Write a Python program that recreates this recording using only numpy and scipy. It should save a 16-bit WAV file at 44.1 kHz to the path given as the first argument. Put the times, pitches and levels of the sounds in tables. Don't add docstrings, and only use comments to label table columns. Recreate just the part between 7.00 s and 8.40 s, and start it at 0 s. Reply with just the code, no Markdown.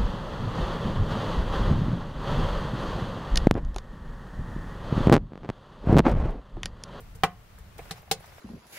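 import sys
import numpy as np
from scipy import signal
from scipy.fft import rfft, irfft, next_fast_len
from scipy.io import wavfile
from scipy.ndimage import uniform_filter1d, map_coordinates

SR = 44100
rng = np.random.default_rng(int(sys.argv[2]) if len(sys.argv) > 2 else 0)


def waveform_to_disk(signal):
    frames = np.transpose(np.atleast_2d(signal))
    scaled = np.clip(frames, -1, 1) * 32767
    samples = np.round(scaled).astype(np.int16)
    wavfile.write(sys.argv[1], SR, samples)


def undo_db(level):
    steps = np.asarray(level, float) / 20
    return 10 ** steps


N = 61739

# start in seconds, wall ring in dB, crack in dB, first snap in dB, place in the box [index].
LOG_BURSTS = [
    (0.2353, -15.5, -21, 1.5, 0),
    (0.9098, -39, -36, 7.5, 1),
    (1.1131, -22, -22, 2, 2),
]
# frequency in Hz, T60 in seconds, level in dB for a burst at place 0, 1, 2.
WALL_MODES = [(111, 0.13, -18, -6, -18), (164.1, 0.1, -7.5, 6.5, -8), (182.4, .25, -18.5, -26, -25),
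              (449.6, .1, -9, 0, -2), (522, 0.16, -22, -15, -15), (720, .27, -19, -11.5, -27),
              (787.5, 0.059, 5, 4.5, 3), (1033, 0.041, 1.5, -14, -11), (1082.4, 0.18, -18, -18, -29),
              (1197, 0.029, -4, 4, -15), (1489, 0.17, -19.5, -19, -28.5), (1712, 0.017, -1, 5, -3),
              (2386, 0.029, -3.5, -10, -15), (3163, 0.014, 1, -30, -5)]
SPIT_WALL_DB = [-17, 4.5, -14, 5.5, -19, -21, -8, -29, -28, -26, -19, -25, -20, -6]
# start in seconds, crack in dB, centre in Hz, width in octaves, wall ring in dB.
SMALL_SPITS = [
    (0.004, -53.5, 12500, 0.82, -53),
    (0.151, -55.5, 10800, 3.4, -79),
    (0.156, -55.5, 11900, 1.2, -53),
    (0.586, -56, 11100, 0.92, -60),
    (0.781, -48.5, 7800, 6, -62),
    (0.853, -58.5, 9000, 4.7, -56),
    (1.019, -60.5, 12900, 0.22, -60.5),
    (1.2, -60, 9600, 0.12, -66),
    (1.206, -61.5, 11400, 0.17, -70),
    (1.258, -55, 10800, 3, -66),
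]
# frequency in Hz, T60 in seconds.
CRACK_T60_S = [(300, 0.11), (1000, 0.069), (3000, 0.069), (8000, .075), (15000, 0.053)]
# frequency in Hz, level in dB at place 0, 1, 2.
CRACK_COLOUR_DB = [(386, -19.5, -17, -23), (1150, -6, -9, -14.5), (2400, -12, -5.5, -6),
                   (3260, -17, -6.5, -5), (4330, -20.5, -3.5, -3.5), (6000, -26, -9, -7),
                   (13500, -29.5, -15, -11.5), (16300, -33, -34, -20)]
# frequency in Hz, likeness [-1 to 1].
CRACK_LIKENESS = [(300, 0.81), (700, 0.95), (1000, 0.55), (1700, 0.76), (2400, 0.27), (3500, -0.13),
                  (5000, -0.13), (8000, -0.13)]
FIBRE_SPLIT_DB = [
    [-25.5, -32.5, -48.5],
    [-52, -30.5, -37],
    [-42, -24, -28.5],
]
# start in seconds, level in dB, pitch in Hz, length in seconds.
CLOTH_PATS = [(0.516, -65, 910, 0.012), (0.578, -58, 1310, 0.017), (0.786, -44.5, 459, 0.022),
              (0.789, -43.5, 660, 0.017), (0.818, -57, 900, .01), (0.856, -50.5, 604, 0.0089),
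              (0.953, -63, 900, 0.017), (1.029, -55.5, 684, 0.0094), (1.074, -55.5, 720, 0.015),
              (1.206, -52.5, 624, 0.008), (1.240, -51.5, 833, 0.013), (1.276, -57, 540, 0.011),
              (1.292, -57, 594, 0.012), (1.321, -56, 710, 0.012), (1.382, -48.5, 600, 0.0066)]
# time in seconds, level in dB.
RUSTLE_DB = [(0, -68.5), (.45, -83), (.52, -69), (.76, -78), (.79, -56.5), (.9, -59), (.98, -56),
             (1.02, -64.5), (1.17, -66), (1.22, -57), (1.4, -58)]
# frequency in Hz, density in dB per Hz.
CLOTH_SPECTRUM = [(200, -36), (500, -6.5), (1200, 0), (2500, -3.5), (4500, -11), (9000, -15.5),
                  (15000, -15)]
# time in seconds, hiss in dB, rumble in dB.
DRAUGHT_DB = [(0, -57, -43.5), (0.129, -57.5, -48.5), (.33, -59, -49.5), (0.529, -57.5, -51),
              (.7, -57.5, -51), (0.789, -56, -44.5), (.9, -53, -51.5), (1.051, -58.5, -53),
              (1.4, -54.5, -50.5)]
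# frequency in Hz, density in dB per Hz.
HISS_SPECTRUM = [(150, -40), (300, -2), (1100, -2.5), (3500, -12), (9000, -20), (12000, -18),
                 (14500, -19.5), (16000, -16.5)]
# frequency in Hz, density in dB per Hz.
RUMBLE_SPECTRUM = [(12, -15), (20, -4.5), (91, -3.5), (130, -9), (189, -14), (202, -11), (221, -25.5),
                   (277, -20), (300, -45), (390, -63), (660, -120)]
# frequency in Hz, likeness [-1 to 1].
DRAUGHT_LIKENESS = [(60, 0.9), (180, 0.97), (350, 0.21), (700, 0.68), (1000, 0.00063), (1700, 0.33),
                    (4000, 0)]

SPLIT_HZ, SPLIT_T60_S = [3600, 3900, 4000], 0.012
CRACK_RISE_S, SNAP_S, SPIT_SNAP_DB, WALL_RISE_CYCLES = 0.00017, 0.00097, 1.5, 0.24
TENT_DB, TENT_T60_S = -23.5, 0.23
WHISTLE_START_S, WHISTLE_END_S, WHISTLE_DB = 0.93, 1.02, -67
WHISTLE_FROM_HZ, WHISTLE_TO_HZ = 4400, 6000
PAT_WIDTH_OCT, PAT_EDGE_DB, PAT_EDGE_HZ = 0.56, -12.5, 1980
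HISS_LEFT_DB = 1
TOP_HZ, LAST_HZ, SHELF_DB = 15700, 16700, -30


def unit(x):
    return x / np.sqrt(np.mean(x ** 2) + 1e-20)


def along(points, hz):
    f, v = np.transpose(points)
    return np.interp(np.log(hz + 1), np.log(f + 1), v)


def wobble(rate_hz):
    knots = rng.standard_normal(int(N * rate_hz / SR) + 4)
    return map_coordinates(knots, [np.arange(N) * rate_hz / SR])


def filtered(x, response):
    m = next_fast_len(x.shape[-1] + 8192)
    spectrum = rfft(x, m) * response(np.fft.rfftfreq(m, 1 / SR))
    return irfft(spectrum, m)[..., :x.shape[-1]]


def ports(pair, likeness):
    def mid_side(hz):
        angle = np.arccos(np.clip(along(likeness, hz), -1, 1)) / 2
        return np.array([np.cos(angle), np.sin(angle)])
    mid, side = filtered(pair, mid_side)
    return np.array([mid + side, mid - side])


def add(out, start_s, x):
    part = out[..., round(start_s * SR):][..., :x.shape[-1]]
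    part += x[..., :part.shape[-1]]


def crack(colour_db, snap_db):
    hz, t, z = signal.stft(rng.standard_normal((2, SR // 4)), SR, nperseg=128)
    fall = undo_db(-60 * t / along(CRACK_T60_S, hz)[:, None])
    z = z * fall
    band_power = (abs(z) ** 2).sum(-1) / (fall ** 2).sum(-1)
    z = z / np.sqrt(uniform_filter1d(band_power, size=2, axis=1))[..., None]
    x = signal.istft(z * undo_db(colour_db(hz))[:, None], SR, nperseg=128)[1]
    x = x / np.std(x[:, :SR // 100])
    t = np.arange(x.shape[1]) / SR
    return x * (1 - np.exp(-t / CRACK_RISE_S)) * undo_db(snap_db * np.exp(-t / SNAP_S))


def walls(levels_db):
    hz, t60_s = np.transpose(WALL_MODES)[:2, :, None]
    t = np.arange(SR // 3) / SR
    decay = undo_db(levels_db[:, None] - 60 * t / t60_s)
    rise = 1 - np.exp(-t * hz / WALL_RISE_CYCLES)
    return -(decay * np.sin(2 * np.pi * hz * t) * rise).sum(0)


def fibre_split(place):
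    t = np.arange(SR // 30) / SR
    tones = np.sin(2 * np.pi * np.outer(SPLIT_HZ, t))
    return -undo_db(FIBRE_SPLIT_DB[place]) @ tones * undo_db(-60 * t / SPLIT_T60_S)


def tent(source):
    t = np.arange(SR // 3) / SR
    noise = rng.standard_normal((2, len(t)))
    tail = filtered(noise, lambda hz: 1 / (1 + (hz / 4000) ** 2)) * undo_db(-60 * t / TENT_T60_S)
    return signal.fftconvolve(source[None], tail / np.linalg.norm(tail[0]), axes=1)[:, :N]


def fire():
    cracks, rings = np.zeros((2, N)), np.zeros(N)
    place_levels_db = np.transpose(WALL_MODES)[2:]
    for start_s, ring_db, crack_db, snap_db, place in LOG_BURSTS:
        place = int(round(place))
        colour = np.array(CRACK_COLOUR_DB)[:, [0, 1 + place]]
        add(rings, start_s, undo_db(ring_db) * walls(place_levels_db[place]))
        add(cracks, start_s, undo_db(crack_db) * crack(lambda hz: along(colour, hz), snap_db))
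        add(rings, start_s, fibre_split(place))
    for start_s, crack_db, centre_hz, width_oct, ring_db in SMALL_SPITS:
        def hump_db(hz):
            return np.maximum(-6 * (np.log2((hz + 1) / centre_hz) / width_oct) ** 2, -40)
        levels_db = SPIT_WALL_DB + rng.normal(0, 1, len(WALL_MODES))
        add(rings, start_s, undo_db(ring_db) * walls(levels_db))
        add(cracks, start_s, undo_db(crack_db) * crack(hump_db, SPIT_SNAP_DB))
    wet = tent(rings + cracks[0])
    return rings + ports(cracks + undo_db(TENT_DB) * wet, CRACK_LIKENESS)


def whistle():
    u = np.clip((np.arange(N) / SR - WHISTLE_START_S) / (WHISTLE_END_S - WHISTLE_START_S), 0, 1)
    hz = (WHISTLE_FROM_HZ + (WHISTLE_TO_HZ - WHISTLE_FROM_HZ) * u) * (1 + 0.025 * wobble(600))
    tone = np.sin(2 * np.pi * np.cumsum(hz) / SR)
    return undo_db(WHISTLE_DB + 2.6 * wobble(80.5)) * np.sin(np.pi * u) * tone


def pats():
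    out, t = np.zeros((2, N)), np.arange(SR // 12) / SR
    hz = np.fft.rfftfreq(len(t), 1 / SR)

    def hump(centre_hz):
        return np.exp(-(np.log2((hz + 1) / centre_hz) / PAT_WIDTH_OCT) ** 2)

    for start_s, level_db, pitch_hz, length_s in CLOTH_PATS:
        u = t / (length_s / 4)
        z = rfft(rng.standard_normal((2, len(t))) * u * np.exp(-u))
        z = z / np.sqrt(uniform_filter1d(abs(z) ** 2, size=9, axis=1))
        colour = hump(pitch_hz) + undo_db(PAT_EDGE_DB) * hump(PAT_EDGE_HZ)
        puff = irfft(z * colour, len(t)) * np.minimum(u, 1) * (u < 12)
        rms = np.sqrt((puff ** 2).sum(1, keepdims=True) / (SR * length_s))
        add(out, start_s - 0.001, undo_db(level_db) * puff / rms)
    return ports(out, CRACK_LIKENESS)


def rush(spectrum, patchy_db):
    z = signal.stft(rng.standard_normal((2, N)), nperseg=512)[2]
    field = uniform_filter1d(rng.standard_normal(z.shape[1:]), 6, 0)
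    field = uniform_filter1d(field, 6, 1)
    pair = signal.istft(z * undo_db(patchy_db * unit(field)), nperseg=512)[1][:, :N]
    coloured = filtered(pair, lambda hz: undo_db(along(spectrum, hz)))
    return unit(ports(coloured, DRAUGHT_LIKENESS))


def rustle():
    level_db = np.interp(np.arange(N) / SR, *np.transpose(RUSTLE_DB))
    return undo_db(level_db + 2 * wobble(70.35)) * rush(CLOTH_SPECTRUM, patchy_db=3.5)


def draught():
    s, *columns = np.transpose(DRAUGHT_DB)
    hiss_db, rumble_db = [np.interp(np.arange(N) / SR, s, c) for c in columns]
    tilt_db = HISS_LEFT_DB * np.array([[1], [-1]])
    hiss = undo_db(hiss_db + 0.26 * wobble(25.1) + tilt_db) * rush(HISS_SPECTRUM, patchy_db=0.2)
    rumble = undo_db(rumble_db + 0.55 * wobble(10)) * rush(RUMBLE_SPECTRUM, patchy_db=2.0)
    return hiss + rumble


def scene():
    return draught() + fire() + pats() + rustle() + whistle()


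def top_cut(x):
    return signal.sosfilt(signal.butter(12, 16650, fs=SR, output="sos"), x)


def record(dry):
    mix = filtered(dry, lambda hz: np.where(hz < TOP_HZ, 1, undo_db(SHELF_DB) * (hz < LAST_HZ)))
    return top_cut(mix)


dry = scene()
out = record(dry)
waveform_to_disk(out)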